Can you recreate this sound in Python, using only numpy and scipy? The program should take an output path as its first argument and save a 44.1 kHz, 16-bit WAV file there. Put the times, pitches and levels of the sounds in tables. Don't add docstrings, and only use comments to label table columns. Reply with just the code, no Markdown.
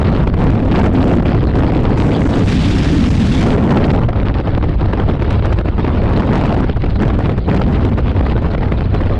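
import sys
import numpy as np
from scipy import signal
from scipy.fft import rfft, irfft, next_fast_len
from scipy.io import wavfile
from scipy.ndimage import uniform_filter1d, minimum_filter1d, map_coordinates

SR = 44100
rng = np.random.default_rng(int(sys.argv[2]) if len(sys.argv) > 2 else 0)


def unload_wav(signal):
    wavfile.write(
        sys.argv[1],
        SR,
        np.round(np.clip(np.atleast_2d(signal).T, -1, 1) * 32767).astype(np.int16),
    )


N = 405279
TIME = np.arange(N) / SR

# f/Hz, level/dB
RUSH_SPECTRUM = [(100, 7.5), (400, 17.5), (1200, 6.5), (2500, -3.5), (4100, -7), (5000, -17), (5600, -31.5),
                 (8000, -29.5), (11000, -59.5), (15000, -85.5)]
TICK_SPECTRUM = [(500, -27.5), (1600, 3), (2800, 8), (4200, -0.5), (4900, -3), (5600, -19.5), (8000, -35),
                 (12000, -64.5)]
FLAP_SPECTRUM = [(500, -25.5), (1600, 7.5), (2800, 7.5), (4000, 0.5), (5000, -4.5), (5800, -20),
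                 (8000, -35), (12000, -63)]
HISS_SPECTRUM = [(300, 17.5), (1000, 15.5), (1900, 17), (3500, 14), (5500, 5.5), (8000, -7.5), (10500, -13),
                 (12500, -41), (15000, -60)]
SNAP_SPECTRUM = [(200, -13), (900, 13.5), (2800, -0.5), (5000, -11), (8000, -22.5), (11000, -36),
                 (15000, -65.5)]
# f/Hz, level/dB
FIZZ_SPECTRUM = [(2000, -25), (4500, -1.5), (6000, -0.5), (8000, -3), (9500, -14), (11000, -17),
                 (13000, -35.5), (15500, -49.5)]
RIP_SPECTRUM = [(300, -21), (800, 3.5), (1300, 4), (2100, -2), (3100, -7.5), (4600, -18.5), (5400, -23),
                (8000, -53.5), (11000, -59), (15000, -73)]
ROAR_SPECTRUM = [(100, -13.5), (250, 1.5), (420, 2.5), (750, -2), (1200, -11), (2000, -23), (3100, -38.5),
                 (5000, -56.5), (9000, -86.5)]
BUFFET_SPECTRUM = [(50, -18), (100, -4.5), (140, 0.5), (240, -5), (310, -7.5), (420, -12), (650, -22),
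                   (1500, -44), (4000, -78)]
DRONE_SPECTRUM = [(80, -32.5), (145, 4.5), (215, 0.5), (280, -7), (320, -11), (400, -28), (700, -69.5)]
RUMBLE_SPECTRUM = [(10, -42.5), (20, 3.5), (32, -4), (52, 4.5), (75, 2), (105, 3), (140, -9), (220, -15.5),
                   (500, -58.5), (1200, -101)]
# t/s, level/dB
RUSH_LEVEL = [(0, -36.5), (3.9, -58), (4.4, -33.5), (5.1, -36.5), (5.35, -29), (5.7, -31.5), (7.7, -37),
              (8.4, -32), (9.19, -33)]
# t/s, level/dB, duration/s, f/Hz
EDGE_TONES = [(1.305, -36, 0.011, 4200), (1.475, -40, .025, 4100), (4.86, -40, .012, 4100),
              (5.396, -38, .014, 3870), (5.996, -20, 0.02, 680), (6.028, -21, .02, 557),
              (6.165, -38, 0.011, 4030), (6.292, -24, 0.034, 630), (6.906, -40, .012, 4350),
              (6.962, -40.5, 0.028, 4050), (7.454, -47, 0.028, 4000), (7.748, -39, 0.011, 3200),
              (8.252, -41, 0.01, 3900), (8.512, -40.5, .014, 4100), (8.776, -38.5, 0.013, 3700),
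              (8.845, -42, .014, 4070)]
# t/s, level/dB
FLUTTER_LEVEL = [(0, -31), (.6, -61), (1.35, -35), (1.7, -42.5), (2.3, -36), (2.6, -29), (3.3, -46),
                 (3.7, -49.5), (5.7, -49), (6.3, -42.5), (7.7, -42), (8.2, -42.5), (8.7, -46)]
# t/s, level/dB
FLAPS = [(0.049, -15.5), (.089, -26), (0.1934, -28), (0.5, -13.5), (0.722, -23), (0.758, -11.5),
         (0.815, -16), (0.955, -11.5), (1.0062, -15), (1.306, -20), (1.469, -29), (2.476, -17),
         (2.5215, -20), (3.706, -9.5), (3.771, -9), (3.8402, -8), (3.903, -12), (4.253, -24), (4.341, -17),
         (6.161, -18.5), (6.8172, -23), (7.616, -19.5)]
# t/s, level/dB
CRACKS = [(.1646, -22), (0.7157, -19.5), (0.721, -19), (1.029, -18), (1.2831, -20), (1.2923, -26),
          (1.44, -24), (1.555, -25), (1.7498, -22), (1.7687, -21), (1.855, -19.5), (2.0016, -16),
          (2.0212, -18), (3.041, -15.5), (3.5054, -16), (3.842, -19), (3.904, -24), (4.09, -25),
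          (4.2067, -30), (4.285, -19), (4.386, -23), (4.5506, -23), (4.6275, -23.5), (4.6944, -29),
          (4.8098, -25), (4.86, -27), (4.9345, -26), (4.957, -35), (5.329, -26), (5.3478, -29),
          (5.5888, -20), (5.877, -21), (6.176, -27), (6.404, -27), (6.414, -22), (6.4422, -25),
          (6.4917, -33), (6.5266, -22), (6.698, -25), (6.821, -23), (6.86, -30), (6.907, -28), (7.092, -33),
          (7.26, -22), (7.32, -28), (7.3793, -29), (7.5, -22), (7.5757, -22), (7.6179, -21), (7.6379, -28),
          (7.7476, -24), (8.3004, -25), (8.809, -22), (8.8576, -28), (8.9607, -41)]
# t/s, share/1
HEAD_TURN = [(2.38, 0.01), (2.55, 0.74), (3.25, 1), (3.45, 0)]
# t/s, level/dB
SKIM_LEVEL = [(1.967, -60.5), (1.98, -40), (2.15, -55), (2.3, -38), (2.462, -34), (2.472, -23.5),
              (2.5, -23.5), (2.56, -28), (2.7, -27.5), (2.92, -27), (3.15, -31), (3.42, -26), (3.53, -35),
              (3.57, -86)]
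# t/s, share/1
EXPOSURE = [(0, 0.5), (1.1, 0.95), (1.5, 0.67), (3.75, 0.84), (4.1, 0.2), (5.7, 0.02), (6.4, .45), (7.7, 1),
            (8.6, 0.2), (9.19, 0.3)]
# t/s, level/dB
FLOW_LEVEL = [(0, -24), (.35, -26), (.42, -22.5), (.62, -27), (.8, -20.5), (1.15, -21.5), (1.48, -27.5),
              (1.6, -24.5), (2.38, -23.5), (2.55, -30.5), (3.35, -30), (3.45, -21.5), (3.95, -22),
              (4.1, -27), (4.75, -33), (5.0, -27.5), (5.25, -29.5), (5.72, -32.5), (5.87, -28), (6.58, -24),
              (6.75, -38.5), (7.05, -26), (7.42, -31.5), (7.5, -27.5), (7.95, -28.5), (9.19, -30.5)]
# t/s, level/dB, duration before stretch/s
GUSTS = [(0.084, -25.5, 0.014), (0.204, -23, 0.012), (0.233, -23.5, 0.011), (0.276, -17, 0.011),
         (0.299, -28, .014), (0.341, -21, 0.011), (0.504, -22, 0.0098), (0.95, -25, 0.018),
         (1.172, -29.5, .04), (1.256, -26.5, 0.015), (1.354, -23.5, 0.013), (1.565, -21.5, .012),
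         (1.577, -21.5, 0.0098), (1.762, -28.5, 0.025), (1.868, -23, .009), (1.897, -20.5, 0.007),
         (2.422, -19.5, 0.012), (3.718, -17, 0.04), (3.781, -18.5, 0.037), (4.008, -18.5, 0.0066),
         (4.041, -30, 0.02), (4.092, -24.5, 0.015), (4.191, -28.5, 0.018), (4.279, -29, 0.04),
         (4.361, -28.5, 0.013), (4.394, -26.5, 0.028), (4.482, -26.5, 0.034), (4.538, -28.5, 0.024),
         (4.579, -20, 0.0092), (4.63, -24.5, 0.0083), (4.642, -25.5, 0.013), (4.69, -29, .022),
         (4.82, -24, 0.03), (4.859, -24, 0.0073), (4.935, -18.5, 0.01), (4.978, -27.5, 0.0082),
         (5.002, -24, 0.027), (5.093, -18, 0.02), (5.115, -26, 0.016), (5.145, -31, 0.0087),
         (5.225, -24.5, 0.016), (5.3, -24.5, 0.0081), (5.347, -28, 0.044), (5.454, -27, 0.047),
         (5.523, -24, 0.018), (5.591, -22.5, 0.015), (5.613, -25, 0.0089), (5.659, -28, 0.011),
         (5.687, -21.5, 0.007), (5.784, -25.5, .008), (5.795, -20.5, 0.019), (5.848, -17.5, 0.011),
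         (5.88, -21.5, .011), (5.95, -22.5, 0.0092), (6.039, -25.5, 0.0078), (6.1, -22, .011),
         (6.181, -20.5, 0.023), (6.204, -19.5, 0.016), (6.332, -24, 0.084), (6.414, -21.5, 0.013),
         (6.527, -19, .01), (6.551, -18.5, .006), (6.642, -25.5, 0.015), (6.694, -26, 0.024),
         (6.77, -23.5, .014), (6.842, -25.5, 0.014), (6.863, -24, 0.007), (6.961, -26.5, 0.012),
         (7.025, -25.5, 0.037), (7.059, -27, 0.013), (7.135, -25.5, 0.007), (7.191, -22, 0.008),
         (7.207, -25.5, 0.013), (7.26, -22.5, 0.022), (7.296, -24.5, 0.015), (7.317, -28.5, 0.0092),
         (7.382, -24.5, 0.019), (7.49, -23, 0.027), (7.517, -20.5, .016), (7.55, -20.5, 0.033),
         (7.599, -22, 0.013), (7.619, -23, .011), (7.728, -30, 0.0098), (7.853, -23.5, 0.018),
         (7.984, -22, 0.019), (8.168, -24, .011), (8.212, -24.5, 0.0098), (8.266, -24.5, 0.007),
         (8.316, -27.5, 0.031), (8.379, -26.5, 0.0094), (8.424, -26, 0.0091), (8.445, -25, 0.016),
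         (8.538, -22, 0.0059), (8.551, -22.5, 0.0079), (8.582, -29.5, 0.0073), (8.631, -25.5, 0.025),
         (8.722, -20.5, 0.0099), (8.95, -23, 0.024), (9.015, -26, 0.018), (9.061, -27.5, 0.016),
         (9.139, -27.5, 0.0093)]
# t/s, duration/s
LULLS = [(0.259, 0.031), (0.313, 0.047), (0.364, 0.018), (0.916, 0.064), (1.53, 0.013), (2.282, 0.012),
         (4.066, 0.03), (4.116, 0.02), (4.33, 0.02), (4.43, 0.019), (4.595, 0.03), (4.77, 0.019),
         (5.049, 0.011), (5.182, 0.012), (5.551, .014), (5.622, 0.019), (5.708, 0.015), (5.757, 0.024),
         (6.754, 0.03), (6.791, 0.015), (6.945, 0.027), (6.977, 0.022), (7.128, 0.02), (7.187, 0.037),
         (7.36, .03), (7.43, 0.089), (7.652, 0.011), (7.801, 0.0076), (7.956, 0.024), (8.034, 0.026),
         (8.136, .018), (8.411, 0.021), (8.498, 0.01), (8.601, .014), (8.702, 0.016), (8.767, 0.013),
         (8.838, 0.015), (8.895, 0.043)]
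# t/s, duration before stretch/s, gain/dB
CHOKES = [(0.037, 0.0091, -17), (0.51, 0.007, -14), (0.696, 0.01, -8), (0.827, 0.0073, -11),
          (0.91, .006, -12), (1.049, 0.0047, -19), (1.16, 0.0067, -14), (1.215, 0.015, -20),
          (1.242, 0.014, -13), (1.398, 0.016, -9), (1.462, 0.011, -11), (1.636, 0.0038, 6),
          (1.714, 0.0078, -16), (1.822, 0.0093, -4), (1.952, 0.011, -8), (2.234, 0.0052, -24),
          (2.248, .006, -18.5), (2.281, 0.0086, -10), (2.459, 0.024, -7), (3.098, 0.01, -19),
          (3.164, 0.0056, -7), (3.569, 0.0067, -17), (3.68, 0.0083, -3), (3.732, 0.0084, -7),
          (3.796, 0.0063, -7), (3.876, 0.0086, -11), (3.923, 0.0083, -14), (4.005, 0.011, -16),
          (4.077, 0.0084, -7), (4.241, 0.0065, -8), (5.411, 0.022, -7), (5.637, 0.015, -11),
          (6.554, 0.0091, -11), (6.658, .009, -3), (6.98, 0.011, -1), (7.126, 0.01, 0), (7.608, 0.0085, -5),
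          (7.799, 0.0073, 6), (7.908, 0.013, -10), (8.02, 0.01, -7), (8.22, 0.01, -16), (8.345, 0.017, -8),
          (8.566, 0.016, -9)]
# t/s, level/dB
SNAPS = [(0.277, -39), (0.79, -28), (1.556, -29.5), (1.588, -29.5), (1.975, -29), (2.4683, -31),
         (4.933, -41), (5.226, -31.5), (5.306, -26.5), (5.3266, -33.5), (5.4554, -29.5), (5.528, -31),
         (5.875, -37.5), (6.133, -35), (6.3305, -28), (6.355, -27.5), (6.3776, -30), (6.456, -29),
         (6.5425, -31.5), (6.5993, -37.5), (7.022, -28.5), (7.079, -31.5), (7.1903, -40), (7.3776, -44),
         (7.5636, -27)]
# t/s, f/Hz
HOLLOW_PITCH = [(0, 214), (.8, 248), (1.3, 302), (2.2, 292), (2.85, 261), (3.4, 245), (3.9, 201.5),
                (4.5, 286.5), (5.5, 318), (6.1, 214.5), (6.5, 223), (7.5, 193.4), (7.9, 224), (8.2, 255),
                (8.5, 204), (9.19, 206)]


def from_db(db):
    return 10 ** (np.asarray(db) / 20)


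def unit(x):
    return x / np.sqrt(np.mean(x ** 2) + 1e-20)


def curve(rows):
    return np.interp(TIME, *np.transpose(rows))


def bell(s, duration):
    out = np.zeros(N)
    near = slice(max(int((s - 2 * duration) * SR), 0), int((s + 2 * duration) * SR))
    out[near] = .5 ** ((2 * (TIME[near] - s) / duration) ** 2)
    return out


def white():
    return rng.standard_normal(N)


def colour(x, spectrum):
    size = next_fast_len(N)
    hz, db = np.transpose(spectrum)
    gain = from_db(np.interp(np.log(np.fft.rfftfreq(size, 1 / SR) + 1), np.log(hz), db))
    return irfft(rfft(x, size) * unit(gain), size)[:N]


def wander(rate_hz):
    coarse = TIME[::8]
    size = next_fast_len(len(coarse))
    gain = 1 / (1 + (np.fft.rfftfreq(size, coarse[1]) / rate_hz) ** 2)
    motion = irfft(rfft(rng.standard_normal(size)) * gain, size)[:len(coarse)]
    return np.interp(TIME, coarse, unit(motion))


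def smooth(x, seconds):
    size = max(int(seconds * SR), 1)
    return np.abs(uniform_filter1d(uniform_filter1d(x, size), size)) + 1e-14


def steadied(x, seconds):
    return x / np.sqrt(smooth(x ** 2, seconds))


def capped(x, crest):
    return np.minimum(x, 0) + crest * np.tanh(np.maximum(x, 0) / crest)


def clicks(per_s, spread_db):
    sizes = from_db(spread_db * np.minimum(rng.exponential(1, N), 3.5))
    return unit((rng.random(N) < per_s / SR) * np.sign(white()) * sizes)


def tamed(ticks, crest):
    return unit(ticks / np.sqrt(1 + smooth(ticks ** 2, 0.0023) / crest ** 2))


def resonate(x, hz, width_hz):
    carrier = np.exp(2j * np.pi * np.cumsum(hz) / SR)
    pole = np.exp(-np.pi * width_hz / SR)
    return (carrier * signal.lfilter([1], np.poly([pole, pole]), x / carrier)).real


def patchy(x, depth_db, seconds, width_hz):
    frames = signal.stft(x, nperseg=1024, noverlap=768)[2]
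    field = rng.standard_normal(frames.shape[::-1]).T
    for axis, span in enumerate((width_hz * 1024 / SR, seconds * SR / 256)):
        size = max(round(0.8 * span), 1)
        field = uniform_filter1d(uniform_filter1d(field, size, axis), size, axis)
    frames = frames * from_db(depth_db * unit(field))
    return unit(signal.istft(frames, nperseg=1024, noverlap=768)[1][:N])


def rush(level_db=1.5, echo=0.75, echo_s=0.0021, sway=0.2, sway_hz=5):
    direct = patchy(colour(white(), RUSH_SPECTRUM), 4.8, .022, 320)
    delay_s = echo_s * np.exp(sway * wander(sway_hz))
    reflected = map_coordinates(direct, [(TIME - delay_s) * SR], order=1)
    return from_db(curve(RUSH_LEVEL) + level_db) * unit(direct + echo * reflected)


def edge_tones(level_db=-1.5, width_share=0.17, sag_per_s=2.2, ragged_db=4, ragged_hz=200):
    out, t = np.zeros(N), np.arange(-4096, 4096) / SR
    for s, db, duration, hz in EDGE_TONES:
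        swell = .5 ** ((2 * t / duration) ** 2)
        tone = resonate(rng.standard_normal(len(t)), hz * np.exp(-sag_per_s * t), width_share * hz)
        note = unit(swell * tone) * np.sqrt(np.mean(swell ** 2))
        out[round((s + t[0]) * SR):][:len(t)] += from_db(db + level_db) * note
    return out * steadied(from_db(ragged_db * wander(ragged_hz)), .02)


def flutter(level_db=-3.5, clump_db=9.5, clump_hz=14):
    ticks = clicks(per_s=260, spread_db=5)
    clumps = steadied(from_db(clump_db * capped(wander(clump_hz), crest=1.1)), 0.16)
    cloth = colour(tamed(ticks * clumps, crest=2), TICK_SPECTRUM)
    return from_db(curve(FLUTTER_LEVEL) + level_db) * patchy(cloth, 4, .03, 700)


def flapping(flap_db=-11, decay_s=0.008, crack_db=14.5):
    flaps, cracks, t = np.zeros(N), np.zeros(N), np.arange(2048) / SR
    for s, db in FLAPS:
        flaps[round(s * SR):][:len(t)] += from_db(db + flap_db) * np.exp(-t / decay_s)
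    for s, db in CRACKS:
        cracks[round(s * SR)] = from_db(db + crack_db)
    rattle = steadied(clicks(per_s=600, spread_db=3) + 0.15 * white(), 0.007)
    return colour(flaps * rattle + cracks, FLAP_SPECTRUM)


def lulls(depth_db=-7.5):
    return depth_db * sum(bell(s, duration) for s, duration in LULLS)


def chokes(stretch=1.15):
    db = np.zeros(N)
    for s, duration, gain_db in CHOKES:
        half = stretch * duration / 2
        db[max(round((s - half) * SR), 0):round((s + half) * SR)] = gain_db
    return smooth(from_db(db), 0.0012)


def skim(opening, turned, sputter_hz=130, spray_db=-37, spray_follow=0.25):
    hiss = patchy(colour(white(), HISS_SPECTRUM), 1.4, .03, 600)
    depth_db = 1.6 + 1.5 * (1.5 - turned)
    sputter = steadied(from_db(depth_db * capped(wander(sputter_hz), crest=1.3)), 0.064)
    level = from_db(curve(SKIM_LEVEL))
    spray = from_db(spray_db) * level ** spray_follow * colour(white(), FIZZ_SPECTRUM)
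    skimming = (TIME > SKIM_LEVEL[0][0]) & (TIME < SKIM_LEVEL[-1][0])
    return skimming * sputter * (opening * level * hiss + spray)


def turbulence(stretch=0.59, unrest_db=4.5, unrest_hz=55):
    depth_db = unrest_db * (1 - 0.76 * curve(EXPOSURE))
    unrest = steadied(from_db(depth_db * capped(wander(unrest_hz), crest=0.61)), 0.024)
    flow = from_db(curve(FLOW_LEVEL) + lulls()) * unrest
    gust_power = sum(from_db(db) ** 2 * bell(s, stretch * duration) for s, db, duration in GUSTS)
    return np.sqrt(flow ** 2 + gust_power)


def snaps(level_db=18, decay_s=0.0065, tail=0.34):
    out, t = np.zeros(N), np.arange(512) / SR
    for s, db in SNAPS:
        spit = tail * np.exp(-t / decay_s) * rng.standard_normal(len(t))
        out[round(s * SR):][:len(t)] += from_db(db + level_db) * ((t == 0) + spit)
    return colour(out, SNAP_SPECTRUM)


def crackle(strength, level_db=-67.5, exposed_db=8.5, follow=1.74, sputter_db=3.5, sputter_hz=120):
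    sputter = steadied(from_db(sputter_db * capped(wander(sputter_hz), crest=1.5)), 0.082)
    surge = unit(strength) ** follow * sputter
    ticks = tamed(clicks(per_s=300, spread_db=5), crest=2.6)
    fizz = colour(ticks + 0.76 * white(), FIZZ_SPECTRUM)
    return from_db(level_db + exposed_db * curve(EXPOSURE)) * surge * fizz


def tear(strength, suction, roar_db=3, rip_db=-6, burst_hz=240, contrast=0.41, rip_follow=0.91):
    bursts = wander(burst_hz) + 0.3 * suction
    roar_bursts = steadied(from_db(2.55 * bursts), 0.011)
    roar = colour(roar_bursts * white(), ROAR_SPECTRUM)
    rip_bursts = steadied(from_db(7.5 * capped(bursts, crest=2)), 0.027)
    rip = colour(rip_bursts * white(), RIP_SPECTRUM)
    hollow_roar = steadied(patchy(roar, 2.0, .025, 400), 0.018)
    hollow_rip = patchy(rip, 1.8, .02, 700) * unit(strength) ** (rip_follow - 1)
    swell = steadied(strength, 0.26) ** contrast
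    return strength * swell * (from_db(roar_db) * hollow_roar + from_db(rip_db) * hollow_rip)


def buffet(strength, turned, level_db=-18, drone_db=8, exposed_db=5, follow=0.86, waver_hz=22):
    exposure, drone_share = curve(EXPOSURE), 0.78 * turned
    eddies = np.sqrt(1 - drone_share) * colour(white(), BUFFET_SPECTRUM)
    eddies += np.sqrt(drone_share) * colour(white(), DRONE_SPECTRUM)
    note = resonate(white(), curve(HOLLOW_PITCH) + waver_hz * wander(5), width_hz=80)
    hollow = from_db(-8.5 + 2 * turned + 4 * exposure) * unit(note)
    level = from_db(level_db + exposed_db * exposure + drone_db * turned)
    return level * unit(strength) ** follow * steadied(eddies + hollow, 0.39)


def rumble(level_db=-14, heave_db=1.5, heave_hz=12):
    level = from_db(level_db + heave_db * wander(heave_hz))
    return level * steadied(colour(white(), RUMBLE_SPECTRUM), 0.068)


def scene(shelter_db=-2, calm_db=-8):
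    turned, opening, lull_db = curve(HEAD_TURN), chokes(), lulls()
    strength = turbulence() * from_db(shelter_db * turned)
    thumps = buffet(strength, turned)
    bass = rumble() + thumps * opening ** 0.49
    suction = -steadied(thumps, 0.019)
    port = tear(strength, suction) + crackle(strength) * from_db(calm_db * turned) + snaps()
    hiss = skim(opening, turned) * from_db(0.63 * lull_db)
    air = rush() * from_db(0.69 * lull_db) + edge_tones()
    fabric = flutter() * from_db(0.9 * lull_db) + flapping()
    return (bass + hiss + opening * (port + air + fabric))[None]


def record(dry, ceiling_db=-4.5, firmness=0.75, hold_s=0.0042, cutoff_hz=13600):
    wanted = np.minimum(1, from_db(ceiling_db) / (np.abs(dry[0]) + 1e-9)) ** firmness
    gain = smooth(minimum_filter1d(wanted, int(2 * hold_s * SR)), hold_s)
    lowpass = signal.firwin(511, cutoff_hz, window=("kaiser", 9), fs=SR)
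    return signal.oaconvolve(dry * gain, lowpass[None], "same")


dry = scene()
out = record(dry)
unload_wav(out)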